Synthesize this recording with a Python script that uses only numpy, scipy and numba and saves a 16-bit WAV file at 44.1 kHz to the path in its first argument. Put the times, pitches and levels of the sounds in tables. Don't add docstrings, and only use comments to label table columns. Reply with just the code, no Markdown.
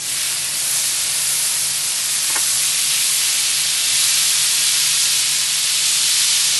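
import sys
import numpy as np
from scipy import signal
from scipy.fft import rfft, irfft
from scipy.io import wavfile
from scipy.ndimage import uniform_filter1d, map_coordinates
from numba import njit

SR = 44100
rng = np.random.default_rng(int(sys.argv[2]) if len(sys.argv) > 2 else 0)


def volts(x):
    e = np.asarray(x, float) / 20
    return 10 ** e


def dump_mix(stems):
    frames = np.atleast_2d(stems).T
    limited = np.clip(frames, -1, 1)
    pcm = np.round(limited * 32767).astype(np.int16)
    wavfile.write(sys.argv[1], SR, pcm)


N = 290844
TIME = np.arange(N) / SR

# pitch in Hz, level in dB, decay time t60 in seconds.
WOK_MODES = [(320, -15, .08), (420, -14, .08), (554, -11, .05), (728, -9, .04), (915, 1, .08),
             (1060, 0, .06), (1300, -7, .04), (1420, -2, .05), (1630, 0, .045), (1830, -2, .055),
             (2190, -5, .04)]


def level(x, db):
    return x * volts(db) / np.sqrt(np.mean(x ** 2))


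def colour(x, points):
    hz, db = np.transpose(points)
    bins = np.maximum(np.arange(N // 2 + 1) * SR / N, 1)
    gain = volts(np.interp(np.log(bins), np.log(hz), db))
    return irfft(rfft(x) * gain, N)


def walk(rate):
    hold = int(SR / rate)
    steps = np.repeat(rng.standard_normal(N // hold + 1), hold)
    x = uniform_filter1d(uniform_filter1d(steps, hold), hold)[:N]
    return x / x.std()


def bell(x):
    return np.exp(-x ** 2)


@njit
def rings(start, hz, t60, glide, size, n):
    out = np.zeros(n)
    for k in range(len(start)):
        span = int(t60[k] * SR) + 2
        pole = np.exp(2j * np.pi * hz[k] / SR - np.log(1000) / span)
        turn = np.exp(2j * np.pi * hz[k] / SR * glide[k] / span)
        z = size[k] + 0j
        for i in range(start[k], min(start[k] + span, n)):
            out[i] += z.imag
            z *= pole
            pole *= turn
    return out


def boiling_db(s, hz):
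    # time in seconds, vigour of boiling in dB, depth of the pool as dB of its fat bubbles.
    boil = [(0, -6, -3), (.1, -2.5, -2), (.26, -0.5, -1), (.5, -2, -3.5), (.75, 1.5, -6.5), (1.0, -1.5, -1),
            (1.45, 0.3, -4.5), (1.8, -1.5, -3.5), (2.55, 2.6, -4.5), (2.8, 0.65, 0), (3.2, 1.4, -0.8),
            (3.8, -1, 3.5), (4.0, 2.5, 0.5), (5.15, 0.8, 1.9), (5.5, 0, 1.5), (5.8, -1, 4.5),
            (6.15, 1.5, 2), (6.6, 0.6, 3)]
    # middle in seconds, length in seconds, pitch in Hz, level in dB.
    flares = [(0.03, 0.062, 5700, 4.5), (0.2, 0.11, 1690, 6.5), (0.376, 0.18, 6560, -4.5),
              (0.72, 0.072, 10500, 2), (0.902, .12, 6500, 2.5), (1.4, 0.33, 10600, 4),
              (1.75, 0.32, 4900, 3), (2.2, .25, 7500, -0.1), (2.5, .25, 1900, 1.5),
              (2.85, 0.65, 1570, -3.5), (2.517, 0.062, 2630, -8), (2.953, 0.074, 2600, 4.5),
              (3.1, 0.18, 10400, 1.5), (3.286, 0.073, 2760, 3.5), (3.486, 0.049, 2900, 2),
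              (3.3, .08, 700, 8), (3.6, 0.29, 3900, -1), (3.72, .1, 1500, 4), (3.95, .12, 3180, 1.8),
              (4.7, .12, 1500, 3), (4.75, 0.19, 4500, 2.3), (5.05, 0.15, 6000, 3.5), (5.45, .15, 10300, -2),
              (5.9, 0.13, 7000, 4.5), (5.9, .7, 2120, -1.5), (6.3, 0.27, 3600, 1.5), (6.35, .25, 6200, 3.3),
              (6.55, 0.07, 10400, -4.2)]
    times, vigour_db, pool_db = np.transpose(boil)

    steady_hz, steady_share = 1500, 0.4
    follows = steady_share + (1 - steady_share) / (1 + (steady_hz / hz) ** 4)
    out = follows * np.interp(s, times, vigour_db)

    pool_hz = 3420
    pool_octaves = np.where(hz > pool_hz, 0.81, 0.66)
    out += np.interp(s, times, pool_db) * bell(np.log2(hz / pool_hz) / pool_octaves)

    landing_db, landing_s, landing_hz = -8, 0.06, 3000
    out += landing_db * np.exp(-s / landing_s) / (1 + (hz / landing_hz) ** 2)

    slide_db, slide_s, slide_span_s = 7.5, 1.3, 0.88
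    slide_hz, slide_octaves = 580, 0.41
    sliding = bell(((s - slide_s) / slide_span_s) ** 2)
    out += slide_db * sliding * bell(np.log2(hz / slide_hz) / slide_octaves)

    for at, length, pitch_hz, db in flares:
        flare_octaves = np.log2(hz / pitch_hz)
        out += db * bell((s - at) / length) * bell(flare_octaves / 0.22)
    return out


def sizzle(cycles=12.4, scatter_db=1.4, patchy_db=1.23, glide=0.19):
    # pitch in Hz, level in dB per Hz.
    sizzle_tone = [(260, -32.5), (450, -31), (600, -23), (800, -21.5), (1040, -15.5), (1400, -13.5),
                   (1900, -9.5), (2530, -5), (3150, -3.5), (4320, -1), (6500, -3), (8500, -2), (11000, -1),
                   (11700, -3.5), (12400, -13.5)]
    bursts_per_s, sizzle_db = 75000, -18

    chance = rng.random((int(bursts_per_s * N / SR), 4)).T
    start = (chance[0] * N).astype(np.int64)
    hz = (18 + 95 * chance[1]) ** 2
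    turns = cycles * 3 ** (2 * chance[2] - 1)

    patches = np.array([walk(rate) for rate in np.tile([12., 28.], 6)])
    patches -= uniform_filter1d(patches, int(.14 * SR), axis=1)
    patch_db = patchy_db * map_coordinates(patches, [11 * chance[1], start], order=1)
    burst_db = -scatter_db * np.log(chance[3] + 1e-9)

    weight = np.sqrt(hz ** 1.5 / turns)
    size = volts(boiling_db(start / SR, hz) + patch_db + burst_db) * weight
    foam = rings(start, hz, turns / hz, np.full(len(hz), glide), size, N)
    return level(colour(foam, sizzle_tone), sizzle_db)


def steel(x, ring_db=-15.5, width_hz=29.0):
    hz = np.arange(N // 2 + 1) * SR / N
    lift = sum(1 / (1 + ((hz - mode_hz) / width_hz) ** 2) for mode_hz, _, _ in WOK_MODES)
    return irfft(rfft(x) * (1 + volts(ring_db) * lift), N)


def hood():
    # pitch in Hz, level in dB per Hz.
    air_tone = [(21, -46), (40, -32), (58, -27), (85, -3.5), (105, -10.5), (130, -3.5), (160, -9),
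                (210, -11), (322, -9), (463, -14.5), (566, -10.5), (700, -12.5), (910, -13), (1540, -94)]
    # pitch in Hz, level in dB, wobble in dB, wobbles per second, phase wander in units
    motor_lines = [
        (48.2, -65, 3.5, 3., .4),
        (146.7, -51.5, 1.8, 16., .1),
    ]

    draught_db = -46 - 0.51 * TIME + 0.24 * walk(3.84)
    air = level(colour(rng.standard_normal(N), air_tone), 0.3) * volts(draught_db)

    motor = np.zeros(N)
    for hz, db, wobble_db, rate, wander in motor_lines:
        loudness = np.sqrt(2) * volts(db + wobble_db * walk(rate))
        motor += loudness * np.sin(2 * np.pi * hz * TIME + 4 * wander * walk(2.23))
    return air + motor


def spits():
    # start in seconds, peak level in dB, pitch in Hz, length in cycles.
    droplets = [
        (1.0038, -9, 6000, 2.5),
        (1.9208, -13, 4000, 3),
        (3.3048, -9, 7000, 2.5),
        (3.4838, -12, 3200, 3),
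        (3.9788, -8, 6000, 2.5),
        (4.0407, -2, 5000, 3),
        (5.1858, -9, 6500, 3),
        (5.5578, -9, 3800, 3),
        (6.2108, -5, 5000, 2.5),
    ]
    s, db, hz, cycles = np.transpose(droplets)
    pops = rings((s * SR).astype(np.int64), hz, 2 * cycles / hz, 0 * s, volts(db + 2.5), N)
    too_small_for_bass = signal.butter(2, 1200, "highpass", fs=SR, output="sos")
    return signal.sosfilt(too_small_for_bass, pops)


def knocks():
    # start in seconds, blow in dB, build-up in ms, tilt in dB per octave.
    contacts = [
        (2.296, -26.5, 5, -5),
        (2.352, -27, 0.89, 1),
        (2.36, -21.5, 0.28, 3.5),
        (2.365, -25, 2.3, -8.5),
        (2.372, -27.5, 2.1, 1),
    ]
    out = np.zeros(N)
    hz, mode_db, t60 = np.transpose(WOK_MODES)[:, :, None]
    for s, db, contact_ms, tilt_db in contacts:
        t = np.maximum(TIME - s, 0)
        share, phase = rng.standard_normal((2, len(hz), 1))
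        blow_db = db + mode_db + tilt_db * np.log2(hz / 1000) + 1.5 * share
        modes = volts(blow_db - 60 * t / t60) * np.sin(2 * np.pi * hz * t + .8 * phase)
        build_up = 1 - np.exp(-(1000 * t / contact_ms) ** 2)
        out += modes.sum(axis=0) * build_up
    return out


def kitchen(x, count=14):
    t60_s, tail_db = 0.094, -11.5
    t = TIME[:int(.3 * SR)]
    place = np.arange(N) / N * (count - 1)
    out = x.copy()
    for k in range(count):
        tail = rng.standard_normal(len(t)) * volts(-60 * t / t60_s) * (t > .002)
        here = np.cos(np.pi / 2 * np.clip(place - k, -1, 1))
        out += volts(tail_db) * here * signal.oaconvolve(x, tail / np.linalg.norm(tail))[:N]
    return out


def scene():
    mono = kitchen(steel(sizzle()) + spits() + knocks()) + hood()
    return np.array([mono, mono])


def ragged_top(x, need_db=5.5):
    # pitch in Hz, share of frames kept from 0 to 1.
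    top_kept = [(2500, 1), (4000, .99), (11400, .985), (11650, .85), (11800, .4), (11950, .17),
                (12080, .06), (12200, .015), (12300, 0)]
    hz, t, frames = signal.stft(x, SR, "cosine", 2048, 1024)
    budget = volts(need_db * uniform_filter1d(rng.standard_normal(len(t)), size=2))
    power = uniform_filter1d(np.abs(frames[0]) ** 2, size=4, axis=0)
    strength = power[np.arange(len(hz)) // 4 * 4] * budget
    strength /= uniform_filter1d(strength.mean(axis=0), size=12)
    rank = np.argsort(np.argsort(-strength, axis=1), axis=1) / len(t)
    kept = rank < np.interp(hz, *np.transpose(top_kept))[:, None]
    return signal.istft(frames * kept, SR, "cosine", 2048, 1024)[1][..., :N]


def side_puffs():
    # middle in seconds, low edge in Hz, high edge in Hz, level in dB.
    puffs = [
        (2.433, 9600, 11800, -24),
        (3.617, 9600, 11100, -26),
        (4.102, 6300, 7700, -27),
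        (6.36, 7600, 9000, -26),
    ]
    side = np.zeros(N)
    for s, low_hz, high_hz, db in puffs:
        edges = [(low_hz - 20, -90), (low_hz, 0), (high_hz, 0), (high_hz + 20, -90)]
        band = colour(rng.standard_normal(N), edges)
        swell = np.cos(np.pi / 2 * np.clip((TIME - s) / 0.022, -1, 1)) ** 2
        side += level(band, db) * swell
    return side * np.array([[1], [-1]])


def low_pass(x):
    return signal.sosfilt(signal.butter(12, 12560, fs=SR, output="sos"), x)


def record(dry):
    bass_cut = signal.butter(2, 36, "highpass", fs=SR, output="sos")
    mic = signal.sosfilt(bass_cut, dry)
    return low_pass(ragged_top(mic) + side_puffs())


dry = scene()
out = record(dry)
dump_mix(out)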